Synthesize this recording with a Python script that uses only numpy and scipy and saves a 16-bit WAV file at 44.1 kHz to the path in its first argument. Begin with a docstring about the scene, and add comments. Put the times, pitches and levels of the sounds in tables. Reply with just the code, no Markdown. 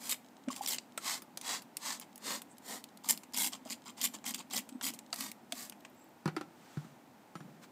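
"""Spray bottle misting soil in a glass jar.

Close by in a quiet room, clean trigger strokes give smooth arches of hiss. When the tilted bottle draws
air, the nozzle spits and crackles. The plastic trigger clicks, water glugs and the jet stirs the jar's
air into a low hum. A few handling knocks follow."""
import sys
import numpy as np
from scipy import signal
from scipy.fft import rfft, irfft
from scipy.io import wavfile
from scipy.ndimage import uniform_filter1d

SR = 44100
rng = np.random.default_rng(int(sys.argv[2]) if len(sys.argv) > 2 else 0)


def write(x):
    x = np.atleast_2d(x).T
    wavfile.write(sys.argv[1], SR, np.round(np.clip(x, -1, 1) * 32767).astype(np.int16))


N = 340011
TIME = np.arange(N) / SR
BINS_HZ = np.fft.rfftfreq(4096, 1 / SR)


def amp(db):
    """Decibels to gain."""
    return 10 ** (np.asarray(db) / 20)


def unit(x):
    """Scales to rms 1."""
    return x / np.sqrt(np.mean(x ** 2) + 1e-20)


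def crest(x):
    """Scales a hit so that its loudest 3 ms have rms 1."""
    return x / np.sqrt(uniform_filter1d(x ** 2, size=132, mode="constant").max() + 1e-20)


def power(x, samples):
    """Running mean square."""
    return abs(uniform_filter1d(x ** 2, size=samples))


def curve(points, hz=BINS_HZ):
    """Interpolates (Hz, value) points on a log-frequency axis."""
    point_hz, value = np.transpose(points)
    return np.interp(np.log(hz + 1), np.log(point_hz + 1), value)


def bump(hz, width_hz):
    """A resonance's outline over frequency, of height 1."""
    return 1 / (1 + (2 * (BINS_HZ - hz) / width_hz) ** 2)


def colour(x, db):
    """Minimum-phase filter with the given gain at each bin."""
    log_gain = np.log(amp(np.maximum(db, -100)))
    mirrored = np.concatenate([log_gain, log_gain[-2:0:-1]])
    taps = np.fft.ifft(np.exp(np.conj(signal.hilbert(mirrored)))).real
    return signal.oaconvolve(x, taps[:len(BINS_HZ)])[:len(x)]


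def noise(db, samples=N):
    """Steady noise of rms 1 with the given spectrum."""
    return unit(colour(rng.standard_normal(samples), db))


def band(hz, width_hz, samples=N, skirt_db=30):
    """Noise of rms 1 around hz; more skirt_db gives steeper sides."""
    return noise(skirt_db * np.log10(bump(hz, width_hz)), samples)


def burst(envelope, db):
    """A noise hit with the given envelope and spectrum, at crest level 1."""
    return crest(colour(rng.standard_normal(len(envelope)) * envelope, db))


def wander(rate_hz):
    """Smooth random motion of rms 1, mostly below rate_hz."""
    lowpass = 1 / (1 + (np.fft.rfftfreq(N, 1 / SR) / rate_hz) ** 4)
    return unit(irfft(rfft(rng.standard_normal(N)) * lowpass, N))


def swell(peak_s, half_s):
    """A bell-shaped envelope of height 1."""
    return np.exp(-((TIME - peak_s) / half_s) ** 2)


def ring(hz, rise_s, t60_s):
    """A tone that swells, then decays."""
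    t = TIME[:SR // 3]
    decay = amp(-60 * np.maximum(t - rise_s, 0) / t60_s)
    return np.sin(2 * np.pi * hz * t) * np.minimum(t / rise_s, 1) * decay


def resonate(x, hz, width_hz):
    """A resonance that follows the curve hz, applied twice for steep sides."""
    carrier = np.exp(2j * np.pi * np.cumsum(hz) / SR)
    pole = np.exp(-np.pi * width_hz / SR)
    return (carrier * signal.lfilter([(1 - pole) ** 2], [1, -2 * pole, pole ** 2], x / carrier)).real


def impulses(per_s, least_db, spread_db):
    """Impulses at random times, most of them small."""
    sizes = amp(least_db + spread_db * np.minimum(rng.exponential(1, N), 2))
    return (rng.random(N) < per_s / SR) * sizes


def add(mix, start_s, sound):
    """Mixes a sound in at start_s."""
    part = mix[max(round(start_s * SR), 0):][:len(sound)]
    part += sound[:len(part)]


# Background spectrum. Each row: frequency in Hz, relative density in dB.
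HUSH_SPECTRUM = [(30, -6), (80, -6.5), (130, -10), (250, -0.5), (450, -10.5), (850, -6), (1100, -14.5),
                 (2000, -19), (3200, -24.5), (5500, -28.5), (7700, -28.5), (10000, -33), (13500, -31),
                 (15500, -30.5)]

def hush(db=-59.5):
    """The room's steady low noise."""
    return amp(db) * noise(curve(HUSH_SPECTRUM))


# Room decay. Each row: frequency in Hz, T60 in seconds.
ROOM_DECAY = [(200, 0.95), (1000, 0.45), (4000, 0.24), (14000, 0.28)]

def room(x, wet_db=-20):
    """A small furnished room adds a weak tail whose treble dies first."""
    hz, t, spectra = signal.stft(rng.standard_normal(SR // 2), SR, nperseg=256)
    decay = amp(-60 * t / curve(ROOM_DECAY, hz)[:, None])
    tail = signal.istft(spectra * decay, SR, nperseg=256)[1]
    tail[:SR // 250] = 0
    return x + amp(wet_db) * signal.fftconvolve(x, tail / np.linalg.norm(tail))[:N]


# Grip rumble. 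Each row: time in seconds, level in dB.
GRIP_LEVELS = [(7.38, -70), (7.42, -55.5), (7.52, -56.5), (7.6, -63.5), (7.7, -67)]
# A sleeve or hand passing. Each row: peak time in seconds, half length in seconds, level in dB.
BRUSH_PASSES = [(6.746, 0.18, -61.5), (7.639, 0.017, -55)]
# Brushing spectrum. Each row: frequency in Hz, relative density in dB.
BRUSH_SPECTRUM = [(300, -9), (1200, 7.5), (2200, 1.5), (4000, -2), (8000, -3.5), (10000, -12), (15000, -11)]

def rubbing():
    """The hand shifts its grip with a low rumble and soft brushes."""
    grip_db = np.interp(TIME, *np.transpose(GRIP_LEVELS), left=-120, right=-120)
    grip = uniform_filter1d(amp(grip_db), size=60)
    rumble = noise(curve([(60, -57), (130, 0.5), (200, 4), (400, -10.5), (1500, -22), (8000, -40)]))
    passes = sum(amp(db) * swell(peak_s, half_s) for peak_s, half_s, db in BRUSH_PASSES)
    return rumble * grip + noise(curve(BRUSH_SPECTRUM)) * passes


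# Modes of the jar's glass. Each row: frequency in Hz, relative level in dB, T60 in seconds.
GLASS_MODES = [(3050, -4, 0.27), (5730, -5, 0.32), (7140, -3, .4), (9300, 0, 0.28), (12650, -8, .3)]
# Touches on the jar. Each row: start in seconds, gain in dB.
GLASS_TOUCHES = [(6.367, -68), (7.353, -63.5)]

def glass():
    """A light touch on the jar sets its high modes ringing."""
    out = np.zeros(N)
    chime = sum(amp(db) * ring(hz, 0.00085, t60_s) for hz, db, t60_s in GLASS_MODES)
    for start_s, db in GLASS_TOUCHES:
        add(out, start_s, amp(db) * chime)
    return out


# Handling knocks. Each row: start in seconds, thud level in dB, thud pitch in Hz, rattle level in dB.
HANDLING_KNOCKS = [(6.257, -23.5, 168.5, -31.5), (6.277, -28.5, 166.3, -33.5), (6.365, -31, 306, -32.5),
                   (6.411, -44.5, 300, -39), (6.771, -27, 146, -48), (6.845, -45.5, 219, -56),
                   (7.354, -39.5, 169, -42), (7.405, -41.5, 162, -50.5)]
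# Modes of the rattle. Each row: nominal frequency in Hz, relative level in dB, T60 in seconds.
RATTLE_MODES = [(364, 6, 0.051), (497, -7, .07), (800, -3, 0.076), (1074, -1.5, 0.03), (1314, 3, 0.03),
                (1420, -1, 0.071), (1800, -4, 0.031), (2200, -18, 0.027), (2730, -26, 0.028),
                (4570, -8, 0.026)]

def knocks(scuff_s=0.015, scuff_db=-8, tick_s=0.0043, tick_db=-13):
    """A blow gives a low thud, a hollow rattle with a short scuff, and a tick."""
    out, t = np.zeros(N), TIME[:SR // 3]
    scuff_spectrum = curve([(60, -26), (200, 2.5), (1500, 6.5), (5000, -8.5), (15000, -30)])
    tick_spectrum = curve([(1500, -4.5), (4500, 6), (9000, -3), (15000, -12)])
    for start_s, thud_db, thud_hz, rattle_db in HANDLING_KNOCKS:
        modes = sum(amp(db) * ring(hz * rng.uniform(0.91, 1.02), 0.0012, t60_s) * rng.choice([-1, 1])
                    for hz, db, t60_s in RATTLE_MODES)
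        scuff = amp(scuff_db) * burst(np.exp(-t / scuff_s), scuff_spectrum)
        tick = amp(tick_db) * burst(np.exp(-t / tick_s), tick_spectrum)
        add(out, start_s, amp(thud_db) * ring(thud_hz, rise_s=0.0024, t60_s=0.086))
        add(out, start_s, amp(rattle_db) * (crest(modes) + scuff + tick))
    return out


def ticking(start_s=5.805, every_s=0.0475, db=-60, decay_s=0.0014, count=7):
    """A short, even run of very fine ticks after the last stroke."""
    out, t = np.zeros(N), TIME[:SR // 50]
    spectrum = curve([(3000, -20), (9000, -18), (13000, 5)])
    for k in range(count):
        add(out, start_s + k * every_s, amp(db) * burst(np.exp(-t / decay_s), spectrum))
    return out


# Vent whistles. Each row: peak time and half length in seconds, level in dB, pitch and width in Hz.
VENT_WHISTLES = [(2.516, 0.019, -62.5, 8200, 2500), (4.735, 0.034, -69, 8100, 250),
                 (6.007, 0.049, -70, 7600, 600)]

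def vents():
    """Air seeps back into the bottle with a thin whistle."""
    return sum(amp(db) * band(hz, width_hz) * swell(peak_s, half_s)
               for peak_s, half_s, db, hz, width_hz in VENT_WHISTLES)


# Glugs, pops and chirps in the bottle. Each row: start in seconds, peak level in dB, pitch in Hz.
BOTTLE_GLUGS = [(.474, -27, 256), (.478, -38, 573), (.502, -33.5, 1110), (.608, -29.5, 807),
                (0.978, -34.5, 1336), (3.655, -41.5, 263), (3.656, -42.5, 640), (4.717, -41, 269),
                (4.747, -35, 253), (5.130, -43, 687), (5.524, -36.5, 696), (5.527, -42, 260)]

def glugs(rise_cycles=2.35, big_hz=260, big_t60_s=0.067):
    """Bubbles and the bottle's hollow ring briefly: the higher, the shorter."""
    out = np.zeros(N)
    for start_s, db, hz in BOTTLE_GLUGS:
        t60_s = big_t60_s * (big_hz / hz) ** 0.41
        add(out, start_s, amp(db) * ring(hz, rise_cycles / hz, t60_s))
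    return out


# Trigger and valve clicks. Each row: start in seconds, level in dB before gain_db,
# low body and high edge as tone settings in dB, ring pitch in Hz.
TRIGGER_CLICKS = [(0.0941, -29.5, -26, -10, 8100), (.4848, -40, -4, -38, 2710),
                  (.5627, -37.5, -31, -20, 5060), (.6614, -29.5, -45, -22, 5300),
                  (.7839, -31.5, -24, -39, 4830), (.976, -31, -6, -17, 8400), (1.0781, -34, -21, -24, 5840),
                  (1.2206, -43.5, -6, -5, 5030), (1.3731, -33.5, -13.5, -15.5, 6200),
                  (1.413, -39, -21, -16, 6160), (1.62, -46, -6, -9, 4570), (1.7689, -30, -28, -12.5, 8950),
                  (1.9977, -38.5, -27, -2, 6660), (2.158, -43, -36, -5, 6630), (2.1782, -46, -22, -7, 8060),
                  (2.4184, -40, -12.5, -8, 8200), (2.582, -48.5, -27, -9, 7700),
                  (2.8407, -40, -28, -12.5, 4770), (2.9731, -48, -33, -12, 4630),
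                  (3.1752, -38.5, -23, -13, 4600), (3.234, -47, -12, -18, 7400),
                  (3.5324, -37.5, -28, -43, 3180), (4.2411, -43, -3, -36, 7220),
                  (4.6904, -44, -10, -18, 7560), (4.811, -37, -8, -31, 3300),
                  (4.9894, -41.5, -20, -16, 7460), (5.1282, -28.5, -9.5, -28, 4600),
                  (5.1405, -36, -11, -8, 8520), (5.16, -38, -29, -6, 4400), (5.2072, -31, -22, -17, 5060),
                  (5.316, -37.5, -28, -11, 2260), (5.5221, -29.5, -14.5, -22, 3440),
                  (5.697, -37.5, -39, -12, 8600), (5.7227, -47, -10, -24, 2480),
                  (5.8491, -43.5, -5.5, -58, 2480)]
# Spectrum of a small sharp impact. Each row: frequency in Hz, gain in dB.
IMPACT_SPECTRUM = [(200, -27), (700, 4.5), (1400, -0.5), (2400, 2), (5000, -1), (8500, 0.5), (10300, -0.5),
                   (13000, -4), (15500, -4.5)]

def clicks(gain_db=-2, rise_s=0.00028, snap_s=0.0027, rattle_db=-13, rattle_s=0.0097,
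           usual_body_db=-13, usual_edge_db=-14, ring_db=8):
    """Each snap of plastic is a sharp crack and a few milliseconds of rattle in the spray head."""
    out, t = np.zeros(N), TIME[:SR // 12]
    lows, highs = curve([(1700, 0.93), (2600, 0.12)]), curve([(8500, 0.17), (10500, 1)])
    attack = 1 - np.exp(-(t / rise_s) ** 2)
    for start_s, db, body_db, edge_db, hz in TRIGGER_CLICKS:
        heavier_db = body_db - usual_body_db
        stretch = 2 ** (heavier_db / 20)  # a snap that shakes the whole head outlasts a thin valve tick
        decay = np.exp(-t / (snap_s * stretch)) + amp(rattle_db) * np.exp(-t / (rattle_s * stretch))
        spectrum = curve(IMPACT_SPECTRUM) + lows * heavier_db + highs * (edge_db - usual_edge_db)
        spectrum += ring_db * bump(hz, width_hz=900)
        add(out, start_s, amp(db + gain_db) * burst(attack * decay, spectrum))
    return out


def creaks(decay_s=0.002):
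    """Tiny stray ticks of the plastic while the trigger is being worked."""
    t = TIME[:SR // 100]
    working = TIME < TRIGGER_CLICKS[-1][0]
    strikes = impulses(per_s=8, least_db=-55, spread_db=3) * working
    tick = rng.standard_normal(len(t)) * np.exp(-t / decay_s)
    spectrum = curve([(500, -27), (3000, 3), (8000, 2), (10000, -11), (15000, -36)])
    return colour(signal.oaconvolve(strikes, tick)[:N], spectrum)


def jar_echoes(x, echo_db=-9, nearest_s=0.0004, farthest_s=0.005, count=6):
    """The glass walls throw back very short echoes, which comb the sound differently at each aim."""
    taps = np.zeros(SR // 100)
    delays = (rng.uniform(nearest_s, farthest_s, count) * SR).astype(int)
    taps[delays] = amp(echo_db) * rng.choice([-1, 1], count) / np.sqrt(np.arange(count) + 1)
    taps[0] = 1
    return signal.oaconvolve(x, taps / np.linalg.norm(taps))[:len(x)]


# The jar's hum. 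Each row: time in seconds, level in dB relative to the jet that drives it.
HUM_LEVELS = [(.1, -17), (1.9, -20), (2.35, -11.5), (3.1, -8.5), (3.4, -9.5), (4.55, -7.5), (5.2, -5.5),
              (5.6, -19)]

def jar_hum(jet, lag_s=0.012, cap_db=-41, murmur_db=-64, until_s=6.22, fade_s=0.43):
    """The jet stirs the jar's air into a lagging hum; the jar also murmurs while the hand moves above."""
    murmur = amp(murmur_db) * band(247.7, width_hz=127) * np.clip((until_s - TIME) / fade_s, 0, 1)
    pole = np.exp(-1 / (lag_s * SR))
    drive = np.minimum(power(jet, 400), amp(cap_db) ** 2)
    strength = np.sqrt(signal.lfilter([1 - pole], [1, -pole], drive))
    hum = band(246, width_hz=90)
    hum /= np.sqrt(power(hum, 1200) + 0.057)  # steadies the level
    return murmur + amp(np.interp(TIME, *np.transpose(HUM_LEVELS))) * strength * hum


def droplets(spits, cap_db=-45.5):
    """Coarse drops thrown out with each spit crackle on the glass and the soil."""
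    strength = np.minimum(np.sqrt(power(spits, 1300)), amp(cap_db))
    strikes = impulses(per_s=110, least_db=11, spread_db=3) * strength
    return jar_echoes(colour(strikes, curve(IMPACT_SPECTRUM)))


def bubbles(spits, low_hz=2600, high_hz=9000, t60_s=0.0055, cap_db=-36, pitches=24):
    """Tiny bubbles burst in each spit at random pitches: a wet crackle."""
    strength = np.minimum(np.sqrt(power(spits, 700)), amp(cap_db))
    pops = impulses(per_s=260, least_db=1, spread_db=2.5) * strength
    pitch_index = rng.integers(0, pitches, N)
    return sum(signal.oaconvolve(pops * (pitch_index == k), ring(hz, 1 / hz, t60_s)[:SR // 50])[:N]
               for k, hz in enumerate(np.geomspace(low_hz, high_hz, pitches)))


def splash(samples, hz, width_hz):
    """Drops or air striking inside the jar: a steep-sided band of noise."""
    return band(hz, width_hz, samples, skirt_db=40)


# Spectrum of the finest drops. 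Each row: frequency in Hz, relative density in dB.
FIZZ_SPECTRUM = [(2000, -32), (8000, 0.5), (10200, -5), (12800, -1.5), (14400, -6), (15500, -8)]

def fizz(samples):
    """Thin hiss of the finest drops."""
    return noise(curve(FIZZ_SPECTRUM), samples)


# Bursts of water and air. Each row: start and length in seconds, level in dB before gain_db,
# fizz and slurp in dB relative to that level.
SPURT_BURSTS = [(0.095, 0.0082, -43.5, 9, -16), (.108, 0.02, -34.5, 2.5, -2.5),
                (0.503, 0.036, -47, -16, -7), (0.551, 0.043, -53, -1, -9), (0.615, .045, -47, -2, -12),
                (0.674, 0.021, -34.5, 0.5, -18), (0.698, 0.052, -38.5, -0.5, -3),
                (2.012, 0.017, -52, -11, -2), (3.037, 0.1, -51, -1.5, -9), (3.087, .027, -30, 4.5, -12),
                (3.335, 0.019, -40, -6, -14), (3.364, 0.11, -35, 1.5, -9.5), (3.521, 0.034, -47, -27, -5),
                (3.651, 0.041, -54.5, -26, -13), (3.7, 0.029, -38, -10, -11),
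                (3.856, 0.05, -53.5, -21, -3.5), (3.972, 0.028, -50.5, -19, -11),
                (4.011, 0.0094, -36.5, -1, -19), (4.029, 0.031, -32, 1, -6.5),
                (4.137, 0.017, -43.5, -25, -6.5), (4.253, 0.057, -39, -3, -12),
                (4.343, 0.0065, -38.5, -0.5, -11), (4.379, 0.03, -49, -17, -4),
                (4.507, 0.0098, -46, -16, -7), (4.526, 0.036, -41, 0, -16), (4.557, 0.031, -37, 0, -3),
                (4.826, 0.068, -39, 0.5, -7.5), (4.936, 0.007, -55.5, 11, -9)]
# Spectrum of the spitting jet. Each row: frequency in Hz, relative density in dB.
SPURT_SPECTRUM = [(300, -34), (700, -25), (1500, -15), (2100, 1), (2600, -11.5), (4200, -6), (6000, -5),
                  (8300, -0.5), (10200, -9.5), (15000, -9)]
# Nozzle resonances. Each row: frequency in Hz, width in Hz, boost in dB.
NOZZLE_MODES = [(2090, 100, 4.5), (3200, 570, 14.5), (4870, 580, 10.5), (7220, 770, 9)]

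def spurts(gain_db=-2, rise_s=0.0005, fall_s=0.01, arch_db=3, drizzle_db=-19, drizzle_s=0.016,
           slurp_from_hz=6200, slurp_to_hz=2640, usual_jet_db=-40, usual_splash_db=-50.5):
    """Air pockets chop the jet into bursts; each starts at once, swells and trails off in drizzle."""
    out, t = np.zeros(N), TIME[:SR // 5]
    nozzle = curve(SPURT_SPECTRUM) + sum(db * bump(hz, width_hz) for hz, width_hz, db in NOZZLE_MODES)
    for start_s, length_s, db, fizz_db, slurp_db in SPURT_BURSTS:
        progress, after_s = np.minimum(t / length_s, 1), np.maximum(t - length_s, 0)
        # a resonance falls as water fills the nozzle
        slurp_hz = slurp_from_hz * (slurp_to_hz / slurp_from_hz) ** progress
        slurp = unit(resonate(rng.standard_normal(len(t)), slurp_hz, width_hz=1400))
        jet = amp(db) * (noise(nozzle, len(t)) + amp(slurp_db) * slurp + amp(fizz_db) * fizz(len(t)))
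        # a harder burst atomises finer, so its splash grows little
        splash_db = usual_splash_db + 0.22 * (db - usual_jet_db)
        jet += amp(splash_db) * splash(len(t), hz=925, width_hz=1000)
        arch = amp(gain_db + arch_db * (np.sin(np.pi * progress) - 1))
        attack = np.minimum(t / rise_s, 1)
        release = np.exp(-after_s / fall_s) + amp(drizzle_db) * np.exp(-after_s / drizzle_s)
        add(out, start_s, jar_echoes(jet, echo_db=-3.5) * arch * attack * release)
    chop_db = 2.5 * np.clip(wander(rate_hz=150), -2, 1.3)  # bubbles break the flow
    grain_db = 3 * wander(rate_hz=750)  # single drops crackle
    sputter = amp(chop_db + grain_db)
    return out * sputter / np.sqrt(power(sputter, 900))


# Clean strokes. Each row: pressure peak in seconds, jet level in dB,
# then splash, fizz and low puff in dB relative to the jet.
MIST_STROKES = [(0.083, -47.5, -18, -1, -18), (1.11, -37.5, -13.5, -6, -20.5),
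                (1.519, -37.5, -10, -10, -25), (1.897, -40, -10.5, -7, -40),
                (2.316, -39.5, -10, -6.5, -12.5), (2.728, -46.5, -9, -2.5, -7.5),
                (5.232, -45.5, -15, -1, -20), (5.613, -49.5, -15, 0, -29)]
# Spectrum of the atomised jet. Each row: frequency in Hz, relative density in dB.
MIST_SPECTRUM = [(300, -16), (520, -16.5), (1000, 0.5), (1450, -7.5), (1900, -1), (2550, -6.5), (3100, -5),
                 (4900, -1), (5600, -5.5), (7500, -2), (8500, -7), (9400, -10), (10200, -27),
                 (15500, -24.5)]

def mist(rise_s=0.072, fall_s=0.062, steepness=2.38, flutter_db=1.37):
    """Pressure rises and falls with each squeeze; the jet, its fizz, its splash and a low puff follow."""
    out, t = np.zeros(N), TIME[:SR // 2]
    for peak_s, db, splash_db, fizz_db, puff_db in MIST_STROKES:
        start_s = max(peak_s - 0.25, 0)
        from_peak_s = t + start_s - peak_s
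        flank_s = np.where(from_peak_s < 0, rise_s, fall_s)
        arch = amp(db - 10 * abs(from_peak_s / flank_s) ** steepness)
        jet = noise(curve(MIST_SPECTRUM), len(t)) + amp(fizz_db) * fizz(len(t))
        drumming = amp(splash_db) * splash(len(t), hz=1010, width_hz=780)
        puff = amp(puff_db) * splash(len(t), hz=573, width_hz=720)  # the jet's air strikes the soil
        add(out, start_s, arch * jar_echoes(jet + drumming + puff, echo_db=-10.5))
    return out * amp(flutter_db * wander(rate_hz=140))  # the cone of mist trembles


def scene():
    """Bottle, jar and handling over the room's steady hush."""
    spits = spurts()
    jet = mist() + spits
    bottle = clicks() + creaks() + vents() + glugs() + ticking()
    handling = knocks() + glass() + rubbing()
    near = jet + jar_hum(jet) + droplets(spits) + bubbles(spits) + bottle + handling
    return (room(near) + hush())[None]


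def record(dry):
    """The microphone's bass roll-off at 115 Hz, then a band limit at 15550 Hz."""
    highpass = signal.butter(4, 115, "high", fs=SR, output="sos")
    lowpass = signal.firwin(301, 15550, window=("kaiser", 9), fs=SR)
    return signal.oaconvolve(signal.sosfilt(highpass, dry), lowpass[None], "same")


dry = scene()
out = record(dry)
write(out)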